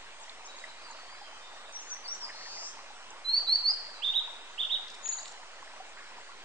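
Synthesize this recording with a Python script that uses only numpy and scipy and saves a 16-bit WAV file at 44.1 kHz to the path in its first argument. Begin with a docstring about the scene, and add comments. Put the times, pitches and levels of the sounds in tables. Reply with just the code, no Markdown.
"""A stream rushes and gurgles a little to the right (noise and ringing bubbles), with drops and small ticks.
A distant bird whistles and a rival on the left chirps, slurs and ends in a rising buzz: gliding sines.
Then a flycatcher sings three rising whistles, two pairs of lower warbled notes and a thin high note
over soft ticks. Tree trunks and thicket throw every bird note back as delayed copies and scattered echo."""
import sys
import numpy as np
from scipy import signal
from scipy.fft import rfft, irfft, next_fast_len
from scipy.io import wavfile
from scipy.ndimage import uniform_filter1d

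SR = 44100
rng = np.random.default_rng(int(sys.argv[2]) if len(sys.argv) > 2 else 0)


def log_audio(samples):
    """Write samples as a 16-bit WAV file to the path given in sys.argv[1]."""
    # one column per channel
    frames = np.atleast_2d(samples).T
    # limit to full scale, then quantise
    limited = np.clip(frames, -1, 1)
    pcm = np.round(limited * 32767).astype(np.int16)
    wavfile.write(sys.argv[1], SR, pcm)


N = 284004  # length in samples


def amp(db):
    """Turns decibels into a gain."""
    return 10 ** (np.asarray(db) / 20)


def evened(x):
    """Scales a signal to an rms of 1."""
    return x / np.sqrt(np.mean(x ** 2) + 1e-20)


def read(points, hz):
    """Reads a curve between its points along a log-frequency axis."""
    f, value = np.transpose(points)
    return np.interp(np.log(hz + 1), np.log(f + 1), value)


def add(mix, s, sound):
    """Mixes a sound in at time s, cut off where the mix ends."""
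    part = mix[max(round(s * SR), 0):][:len(sound)]
    part += sound[:len(part)]


def wobble(n, hz):
    """Smooth random motion of rms about 1: noise with everything much faster than hz taken away."""
    size = next_fast_len(max(n, SR // 2))
    f = np.fft.rfftfreq(size, 1 / SR)
    slow = rfft(rng.standard_normal(size)) * np.exp(-(f / hz) ** 2)
    return evened(irfft(slow, size))[:n]


def delayed(x, s):
    """Delays by any fraction of a sample, by turning the phase of each frequency."""
    size = next_fast_len(N + SR // 4)
    turn = np.exp(-2j * np.pi * np.fft.rfftfreq(size, 1 / SR) * s)
    return irfft(rfft(x, size) * turn, size)[:N]


def placed(x, pan_db, lag_ms):
    """Sound from the right reaches the left side a little later; pan is left minus right level."""
    left = delayed(x, lag_ms / 10 ** 3) * amp(pan_db / 2)
    right = x * amp(-pan_db / 2)
    return np.array([left, right])


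def scatter(x, t60, first_s):
    """Echoes from many surfaces: sparse taps of random sign that build up and die away."""
    t = np.arange(SR) / SR
    taps = rng.choice([-1., 1.], (2, SR)) * (rng.random((2, SR)) < 1 / 20)
    taps *= amp(-60 * t / t60) * (1 - np.exp(-(t / first_s) ** 4))
    taps /= np.linalg.norm(taps, axis=1, keepdims=True)
    return signal.fftconvolve(x[None], taps, axes=1)[:, :N]


def wood(x, trunk_db, near_db, deep_db):
    """Three trunks answer at set delays, the thicket starts quickly and the deep wood builds up later."""
    first_trunk = placed(delayed(x, .019), pan_db=1, lag_ms=-.03)
    second_trunk = amp(-2) * placed(delayed(x, .036), pan_db=-1, lag_ms=.01)
    far_trunk = amp(-3) * placed(delayed(x, .084), pan_db=0, lag_ms=-.01)
    trunks = first_trunk + second_trunk + far_trunk
    thicket = scatter(x, t60=.3, first_s=.012)
    deep_wood = scatter(x, t60=0.88, first_s=0.068)
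    return amp(trunk_db) * trunks + amp(near_db) * thicket + amp(deep_db) * deep_wood


def tap(hz, octaves, t60):
    """A burst of noise gathered around one pitch that dies away."""
    t, f = np.arange(8192) / SR, np.fft.rfftfreq(8192, 1 / SR)
    colour = np.exp(-.5 * (np.log2((f + 1) / hz) / octaves) ** 2)
    fade = amp(-60 * t / t60) * (1 - np.exp(-t * hz))
    burst = irfft(colour * np.exp(2j * np.pi * rng.random(len(f)))) * fade
    return burst * np.linalg.norm(fade) / np.linalg.norm(burst)


def whistle(notes, waver, overtone_db, buzz=0, buzz_hz=100, fray=0, size=130):
    """The bird's voice: a near sine that glides, wavers, and can fray towards its end or be shaken."""
    out = np.zeros(N)
    for rows in notes:
        s, hz, db = np.transpose(rows)
        t = np.arange(s.min(), s.max(), 1 / SR)
        # corners of both curves are rounded over size samples
        hz = uniform_filter1d(np.interp(t, s, hz), size=size)
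        db = uniform_filter1d(np.interp(t, s, db), size=size)
        unsteady = waver + fray * np.linspace(0, 1, len(t)) ** 2
        shake = buzz * np.sin(2 * np.pi * buzz_hz * t)
        hz = hz * (1 + unsteady * wobble(len(t), 250) + shake)
        phase = 2 * np.pi * np.cumsum(hz) / SR
        tone = np.sin(phase) + amp(overtone_db) * np.sin(2 * phase)
        ends = np.clip(np.minimum(t - t[0], t[-1] - t) / 0.00096, 0, 1)  # avoids clicks
        add(out, t[0], np.sqrt(2) * amp(db) * ends * tone)
    return out


def gate(t, attack_s, release_s):
    """A note's opening and closing, in dB."""
    opening = np.minimum(t / attack_s, (t[-1] - t) / release_s)
    return 20 * np.log10(np.clip(opening, 1e-3, 1))


# brief surges of the water: (time [s], half length [s], rise [dB])
WATER_SURGES = [(2.284, 0.054, 7), (2.478, 0.093, 4), (3.4, 0.025, 8.5), (3.735, 0.063, 3.5),
                (5.8, 0.012, 0)]


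def surge(t):
    """The splashing's brief rises and falls, in dB."""
    return sum(db * np.exp(-((t - s) / half) ** 2) for s, half, db in WATER_SURGES)


# tone colour of the stream: (frequency [Hz], relative level [dB])
STREAM_COLOUR = [(25, -18), (38, -17.5), (60, -14), (90, -16), (115, -20.5), (150, -25), (200, -14.5),
                 (250, -16), (400, -10.5), (750, -5.5), (1070, -4.5), (1860, -7.5), (2600, -7),
                 (4330, -11.5), (8060, -18), (9600, -27)]
# how alike the left and right sides are: (frequency [Hz], likeness [1 = the same])
LEFT_RIGHT_LIKENESS = [(50, 0.58), (130, 0.24), (500, 0.82), (1100, 0.81), (2400, 0.83), (5000, 0.17),
                       (9000, 0.32)]


def rush(level_db, patchy_db, follow, lag_ms):
    """The stream's wash: coloured noise with drifting patches that follows the surges a little."""
    frames, hz = N // 256 + 5, np.fft.rfftfreq(1024, 1 / SR)
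    a, b, c, d, patches = np.moveaxis(rng.standard_normal((frames, 513, 5)), 2, 0)
    patches = uniform_filter1d(patches, size=9, axis=0)  # smooth in time
    patches = evened(uniform_filter1d(patches, size=9, axis=1))  # and in pitch
    swell = surge(np.arange(frames) * 256 / SR)[:, None]
    # how far the level moves at each pitch: least at the bottom
    lively = read([(200, 0.35), (800, 0.73), (2000, 0.61), (5000, 0.79)], hz)
    same = np.clip(read(LEFT_RIGHT_LIKENESS, hz), -1, 1)
    right = a + 1j * b
    left = same * right + np.sqrt(1 - same ** 2) * (c + 1j * d)
    left = left * np.exp(-2j * np.pi * hz * lag_ms / 10 ** 3)
    level = read(STREAM_COLOUR, hz) + lively * (patchy_db * patches + follow * swell)
    z = np.array([left, right]) * amp(level)
    wash = signal.istft(z.swapaxes(1, 2), nperseg=1024, noverlap=768)[1][:, :N]
    return amp(level_db) * evened(wash) * amp([[-.3], [.3]])  # right side a little louder


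def gurgle(level_db, per_s, spread_db, count=40):
    """Bubbles of many sizes ring for a few cycles each, rising slightly in pitch."""
    t, out = np.arange(2048) / SR, np.zeros(N)
    for hz in np.geomspace(540, 2100, count):
        cycles = hz * t
        fade = (1 - np.exp(-cycles)) * np.exp(-cycles / 6)
        bubble = fade * np.sin(2 * np.pi * cycles * (1 + 3 * t))
        starts = rng.random(N) < per_s / count / SR
        strengths = amp(spread_db * np.minimum(rng.exponential(1, N), 4)) * starts
        colour_db = read([(540, -6.5), (900, 2.5), (1400, 0.0), (2100, 3.0)], hz)
        out += amp(colour_db) * signal.oaconvolve(strengths, bubble)[:N]
    out = amp(level_db) * evened(out)
    return placed(out, pan_db=-0.2, lag_ms=0.092) + amp(-11.5) * scatter(out, t60=0.25, first_s=0.017)


def stream():
    """Steady wash plus bubbles whose level surges and swells slowly at random."""
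    wash = rush(level_db=-49.91, patchy_db=2.5, follow=0.25, lag_ms=.11)
    bubbles = gurgle(level_db=-57.23, per_s=260, spread_db=3.7)
    splashing_db = surge(np.arange(N) / SR) + 1.2 * wobble(N, hz=3)
    return wash + bubbles * amp(splashing_db)


# drops, small ticks and one soft murmur of the water at 5.97 s:
# (time [s], level [dB], pitch [Hz], spread [octaves], fade rate as time per 60 dB [s])
WATER_DROPS = [(.295, -35.5, 3930, 0.16, 0.021), (.586, -42, 4400, .08, .025),
               (.639, -33.5, 1926, 0.12, 0.037), (.864, -48, 1265, 0.049, 0.1),
               (.90, -42.5, 960, 0.035, 0.073), (.911, -42, 6700, 0.035, 0.025),
               (0.987, -43, 1170, 0.25, 0.043), (1.214, -43.5, 840, 0.086, 0.087),
               (1.726, -40.5, 7000, 0.27, 0.01), (1.902, -41, 4700, .13, 0.016),
               (2.079, -45, 6940, 0.47, 0.018), (2.289, -43.5, 1840, 0.32, 0.17),
               (2.47, -43, 1000, 0.15, 0.058), (3.105, -43, 6040, 0.12, 0.023),
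               (3.129, -42, 900, 0.082, 0.033), (3.712, -42.5, 830, .1, 0.035),
               (4.276, -40, 1000, 0.14, 0.067), (5.624, -40.5, 1030, 0.19, 0.046),
               (5.801, -37.5, 761, 0.036, 0.061), (5.97, -49.5, 1670, 0.39, 0.96),
               (6.181, -39, 950, 0.092, 0.031), (6.29, -45, 1070, .08, 0.082)]


def drops():
    """Drops, small ticks and one soft murmur: noise around one pitch, each fading at its own rate."""
    out = np.zeros(N)
    for s, db, hz, octaves, t60 in WATER_DROPS:
        add(out, s, amp(db) * tap(hz, octaves, t60))
    return placed(out, pan_db=-1, lag_ms=0.093) + amp(-13) * scatter(out, t60=0.3, first_s=0.0086)


SWOOP_FADE_DB = 8.5  # how much weaker either end of a swoop is than its turn
SWOOP_BEND = 1.6  # how round the turn is (1 = a sharp corner)


def swoop(s, length, turn, start_hz, turn_hz, end_hz, db):
    """A note that glides into a turning point, lingers there at its loudest and glides away."""
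    t = np.arange(0, length, 1 / SR)
    u, turn = t / length, np.clip(turn, .05, .95)
    away = np.interp(u, [0, turn, 1], [1, 0, 1])
    outer_hz = np.where(u < turn, start_hz, end_hz)
    hz = turn_hz + (outer_hz - turn_hz) * away ** SWOOP_BEND
    return np.column_stack([s + t, hz, db - SWOOP_FADE_DB * np.sqrt(away)])


# swoops of a bird deep in the wood: (time [s], length [s], turn [share of the length],
# start pitch [Hz], turn pitch [Hz], end pitch [Hz], level at the turn before the mix [dB])
FAR_SWOOPS = [(0.478, 0.054, 0.5, 3780, 3868, 3800, -48), (.56, .145, 0.89, 3803, 3760, 3780, -59),
              (0.681, 0.027, 0.5, 4760, 3970, 5200, -51.5), (0.819, 0.089, 0.42, 5130, 4710, 3900, -51.5),
              (0.958, 0.108, 0.39, 4280, 4400, 4750, -56), (1.095, 0.054, 0.71, 4490, 4835, 4470, -52),
              (1.145, 0.045, 0.67, 4300, 3990, 4160, -57), (1.19, 0.035, 0.59, 4580, 5180, 5000, -57),
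              (1.224, 0.09, 0.32, 3140, 3170, 3050, -55), (1.37, 0.086, .85, 4700, 4650, 4630, -65),
              (1.411, 0.074, 0.87, 3590, 3664, 3520, -52), (1.648, 0.055, 0.65, 3640, 3770, 3700, -55),
              (3.938, .065, 0.4, 4180, 3990, 3850, -51.5)]


def far_bird():
    """Faint gliding whistles that are mostly echo."""
    far = amp(1.1) * whistle([swoop(*row) for row in FAR_SWOOPS], waver=0.0044, overtone_db=-67)
    direct = placed(amp(-2) * far, pan_db=0, lag_ms=-.045)
    return direct + wood(far, trunk_db=-12, near_db=-3.5, deep_db=-2)


BUZZ_HZ, BUZZ_JITTER = 174.7, .03  # swings a second and their unevenness
BUZZ_TOP_DB = 12  # how much weaker the top of a swing is


def trill(rows):
    """One voice swings between two pitches so fast that it buzzes, loudest at the bottom of each swing."""
    s, *columns = np.transpose(rows)
    t = np.arange(s[0], s[-1], 1 / SR)
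    low_hz, high_hz, db = (np.interp(t, s, c) for c in columns)
    turns = np.cumsum(BUZZ_HZ * (1 + BUZZ_JITTER * wobble(len(t), 60))) / SR
    up = .5 + .5 * np.sin(2 * np.pi * turns)
    return np.column_stack([t, low_hz + (high_hz - low_hz) * up, db - BUZZ_TOP_DB * up])


# thin opening chirps, one curve each: (time [s], pitch [Hz], level [dB])
CHIRP_CURVES = [
    [(.198, 8900, -59), (.213, 6750, -53), (.224, 7820, -55), (.234, 6700, -51), (.245, 4380, -54)],
    [(.45, 6250, -53), (.461, 5240, -46)],
    [(.459, 7670, -51), (.466, 6350, -49), (.47, 7530, -52), (.476, 5100, -49)],
    [(.563, 6900, -53), (.571, 6150, -54), (.583, 7170, -55), (.634, 8700, -67), (.66, 8100, -62)],
]
# slurred whistles, one curve each: (time [s], pitch [Hz], level [dB])
SLUR_CURVES = [
    [(1.732, 6000, -53), (1.767, 5720, -37), (1.789, 5850, -54), (1.812, 6730, -48), (1.842, 7000, -61),
     (1.895, 6550, -48), (1.92, 5980, -36.5), (1.945, 5740, -42)],
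    [(2.04, 4950, -52), (2.063, 4380, -41), (2.075, 4800, -49), (2.086, 5560, -35.5), (2.104, 5680, -42),
     (2.124, 5720, -34.5), (2.139, 6050, -43), (2.147, 7000, -44.5), (2.155, 7300, -52), (2.162, 8400, -55)],
    [(2.206, 5650, -44), (2.232, 5200, -41), (2.25, 4880, -36.5), (2.262, 4850, -45)],
]
# the rising buzz at the end: (time [s], bottom pitch [Hz], top pitch [Hz], level at the bottom [dB])
RISING_BUZZ = [(2.312, 4150, 5600, -53), (2.36, 4170, 6400, -45.5), (2.46, 4330, 6960, -43.5),
               (2.55, 4580, 7340, -40), (2.62, 4930, 7420, -39.5), (2.672, 5210, 7700, -37.5),
               (2.695, 5860, 8600, -45), (2.722, 6450, 8600, -50)]


def rival():
    """A nearer bird on the left: gliding chirps and slurs, then a voice swung fast between two pitches."""
    chirps = whistle(CHIRP_CURVES, waver=0.018, overtone_db=-62)
    slurs = whistle(SLUR_CURVES, waver=0.0042, overtone_db=-57)
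    buzz = whistle([trill(RISING_BUZZ)], waver=0.013, overtone_db=-54, size=12)
    voice = chirps + slurs + buzz
    direct = placed(voice, pan_db=1.7, lag_ms=-0.0822)
    return direct + wood(voice, trunk_db=-19, near_db=-5.5, deep_db=-15.5)


# the thin high note: (time [s], pitch [Hz], level [dB])
THIN_CURVE = [(5.028, 6780, -57.5), (5.05, 6830, -40.5), (5.071, 6730, -34.5), (5.077, 6680, -44),
              (5.087, 6750, -42), (5.092, 6780, -29.5), (5.113, 6930, -41), (5.132, 6900, -40),
              (5.141, 6680, -39), (5.146, 7100, -43), (5.154, 6800, -42), (5.165, 6900, -48),
              (5.177, 6620, -40), (5.184, 6980, -52), (5.194, 6850, -40), (5.203, 6430, -43)]
# the soft rasp it frays into: (time [s], pitch [Hz], level [dB])
RASP_CURVE = [(5.206, 7450, -49), (5.235, 6960, -60), (5.265, 7520, -55), (5.32, 7130, -63)]
# quick upward flicks: (time [s], length [s], from pitch [Hz], to pitch [Hz], level at the middle [dB])
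UPWARD_FLICKS = [(5.119, 0.0132, 3590, 4860, -42.5), (5.181, 0.016, 3630, 5150, -42),
                 (5.249, 0.0144, 3580, 5230, -49)]
# dry ticks at the end of a whistle and around the last note: (time [s], level [dB], pitch [Hz])
DRY_TICKS = [(3.557, -42.5, 4890), (4.881, -42, 3900), (4.901, -42, 4940), (4.917, -60, 7000),
             (4.944, -46, 5000), (4.95, -47, 5450), (5.056, -37.5, 3100), (5.078, -38.5, 5360),
             (5.256, -37.5, 3160), (5.279, -41, 5300), (5.321, -46, 5600)]


def flycatcher_ending():
    """A thin note that frays into a shaken rasp, with swept flicks and short ringing ticks."""
    thin = whistle([THIN_CURVE], waver=0.0025, overtone_db=-60, fray=0.0074)
    thin += whistle([RASP_CURVE], waver=0.036, overtone_db=-60, buzz=0.034, buzz_hz=110)
    sweeps = []
    for s, length, from_hz, to_hz, db in UPWARD_FLICKS:
        middle = (s + length / 2, (from_hz + to_hz) / 2, db)
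        sweeps.append([(s, from_hz, db - 6), middle, (s + length, to_hz, db - 6)])
    ticks = whistle(sweeps, waver=0.012, overtone_db=-16.5)
    for s, db, hz in DRY_TICKS:
        add(ticks, s, amp(db) * tap(hz, octaves=0.45, t60=0.024))
    direct = placed(thin, pan_db=9, lag_ms=.03) + placed(ticks, pan_db=-2, lag_ms=-.017)
    return direct + wood(thin + ticks, trunk_db=-13, near_db=-5.5, deep_db=-18)


RISE_ATTACK_S, RISE_RELEASE_S = .01, 0.0017


def upslur(rows):
    """One of the loud whistles: its pitch follows the given curve and it stops short."""
    s, hz, db = np.transpose(rows)
    t = np.arange(0, s[-1] - s[0], 1 / SR)
    level = np.interp(s[0] + t, s, db) + gate(t, RISE_ATTACK_S, RISE_RELEASE_S)
    return np.column_stack([s[0] + t, np.interp(s[0] + t, s, hz), level])


# each warble scoops up to its top from this far below, in this share of the time to its first dip
SCOOP_HZ, SCOOP_SHARE = 1240, .85
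DIP_S = .0055  # half width of a dip
DIP_DB_PER_KHZ = 13  # the voice weakens as it drops below its top
WARBLE_ATTACK_S, WARBLE_RELEASE_S = 0.003, 0.0075


def warble(s, length, top_hz, db, first_s, every_s, *depths_hz):
    """A note that scoops up to its top, then dips at an even pace, each time by its own depth."""
    t = np.arange(0, length, 1 / SR)
    dips = sum(depth * np.exp(-((t - first_s - k * every_s) / DIP_S) ** 2)
               for k, depth in enumerate(depths_hz))
    scoop = SCOOP_HZ * np.maximum(1 - t / (SCOOP_SHARE * first_s), 0) ** 2
    below_hz = scoop + dips
    level = db - DIP_DB_PER_KHZ * below_hz / 10 ** 3 + gate(t, WARBLE_ATTACK_S, WARBLE_RELEASE_S)
    return np.column_stack([s + t, top_hz - below_hz, level])


# reflections off the ground and close wood: (left delay [ms], right delay [ms], level [dB])
CLOSE_BOUNCES = [(3.875, 3.675, -8), (5.025, 5.025, -18), (9.2, 9.475, -11)]


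def bounced(pair):
    """Close reflections beat with a gliding note and make it throb."""
    out = pair.copy()
    for *both_ms, db in CLOSE_BOUNCES:
        out += amp(db) * np.array([delayed(x, ms / 10 ** 3) for x, ms in zip(pair, both_ms)])
    return out


# rising whistles, one curve each: (time [s], pitch [Hz], level [dB])
RISE_CURVES = [
    [(3.243, 4020, -41), (3.288, 4070, -30.5), (3.302, 4230, -27), (3.322, 4270, -30), (3.343, 4354, -25.5),
     (3.361, 4510, -28), (3.374, 4532, -22), (3.392, 4683, -33.5)],
    [(3.464, 3816, -40), (3.473, 4040, -31.5), (3.484, 4050, -29), (3.507, 4237, -26), (3.524, 4337, -24),
     (3.537, 4472, -24), (3.563, 4575, -23.5)],
    [(3.634, 4200, -30), (3.657, 4334, -28.5), (3.678, 4560, -25), (3.70, 4806, -24), (3.711, 5005, -28.5),
     (3.717, 5260, -35.5), (3.723, 4035, -40)],
]
# lower warbled notes: (time [s], length [s], top pitch [Hz], level [dB], first dip after [s],
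# time between dips [s], depth of first dip [Hz], of second [Hz], of third [Hz])
WARBLED_NOTES = [(4.017, .099, 3680, -29, .049, .0175, 200, 400, 60),
                 (4.131, .073, 3830, -27.6, .046, .022, 270, 600, 0),
                 (4.576, .087, 3690, -29.6, .046, .0195, 680, 900, 650),
                 (4.692, .077, 3810, -28.6, .044, .0215, 460, 980, 600)]


def flycatcher_song():
    """The loud phrase: climbing whistles and dipping warbles, thickened by close reflections and echo."""
    rises = whistle([upslur(rows) for rows in RISE_CURVES], waver=0.0029, overtone_db=-40.0)
    warbles = whistle([warble(*row) for row in WARBLED_NOTES], waver=.006, overtone_db=-54)
    upper = placed(rises, pan_db=-1.8, lag_ms=-0.017)
    lower = placed(warbles, pan_db=-6, lag_ms=-.018)
    into_wood = rises + amp(1.3) * warbles  # the lower notes wake more echo
    return bounced(upper + lower) + wood(into_wood, trunk_db=-21.5, near_db=-6.0, deep_db=-12.5)


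def scene():
    """Stream and drops, then the far bird, the rival and the flycatcher, summed."""
    water = stream() + drops()
    other_birds = far_bird() + rival()
    return water + other_birds + flycatcher_ending() + flycatcher_song()


def record(dry):
    """Removes the treble above a steep edge and adds a small steady offset."""
    edge_hz, offset = 9750, .0025
    low_pass = signal.firwin(301, edge_hz, window=("kaiser", 8), fs=SR)
    return offset + signal.oaconvolve(dry, low_pass[None], "same")


dry = scene()
out = record(dry)
log_audio(out)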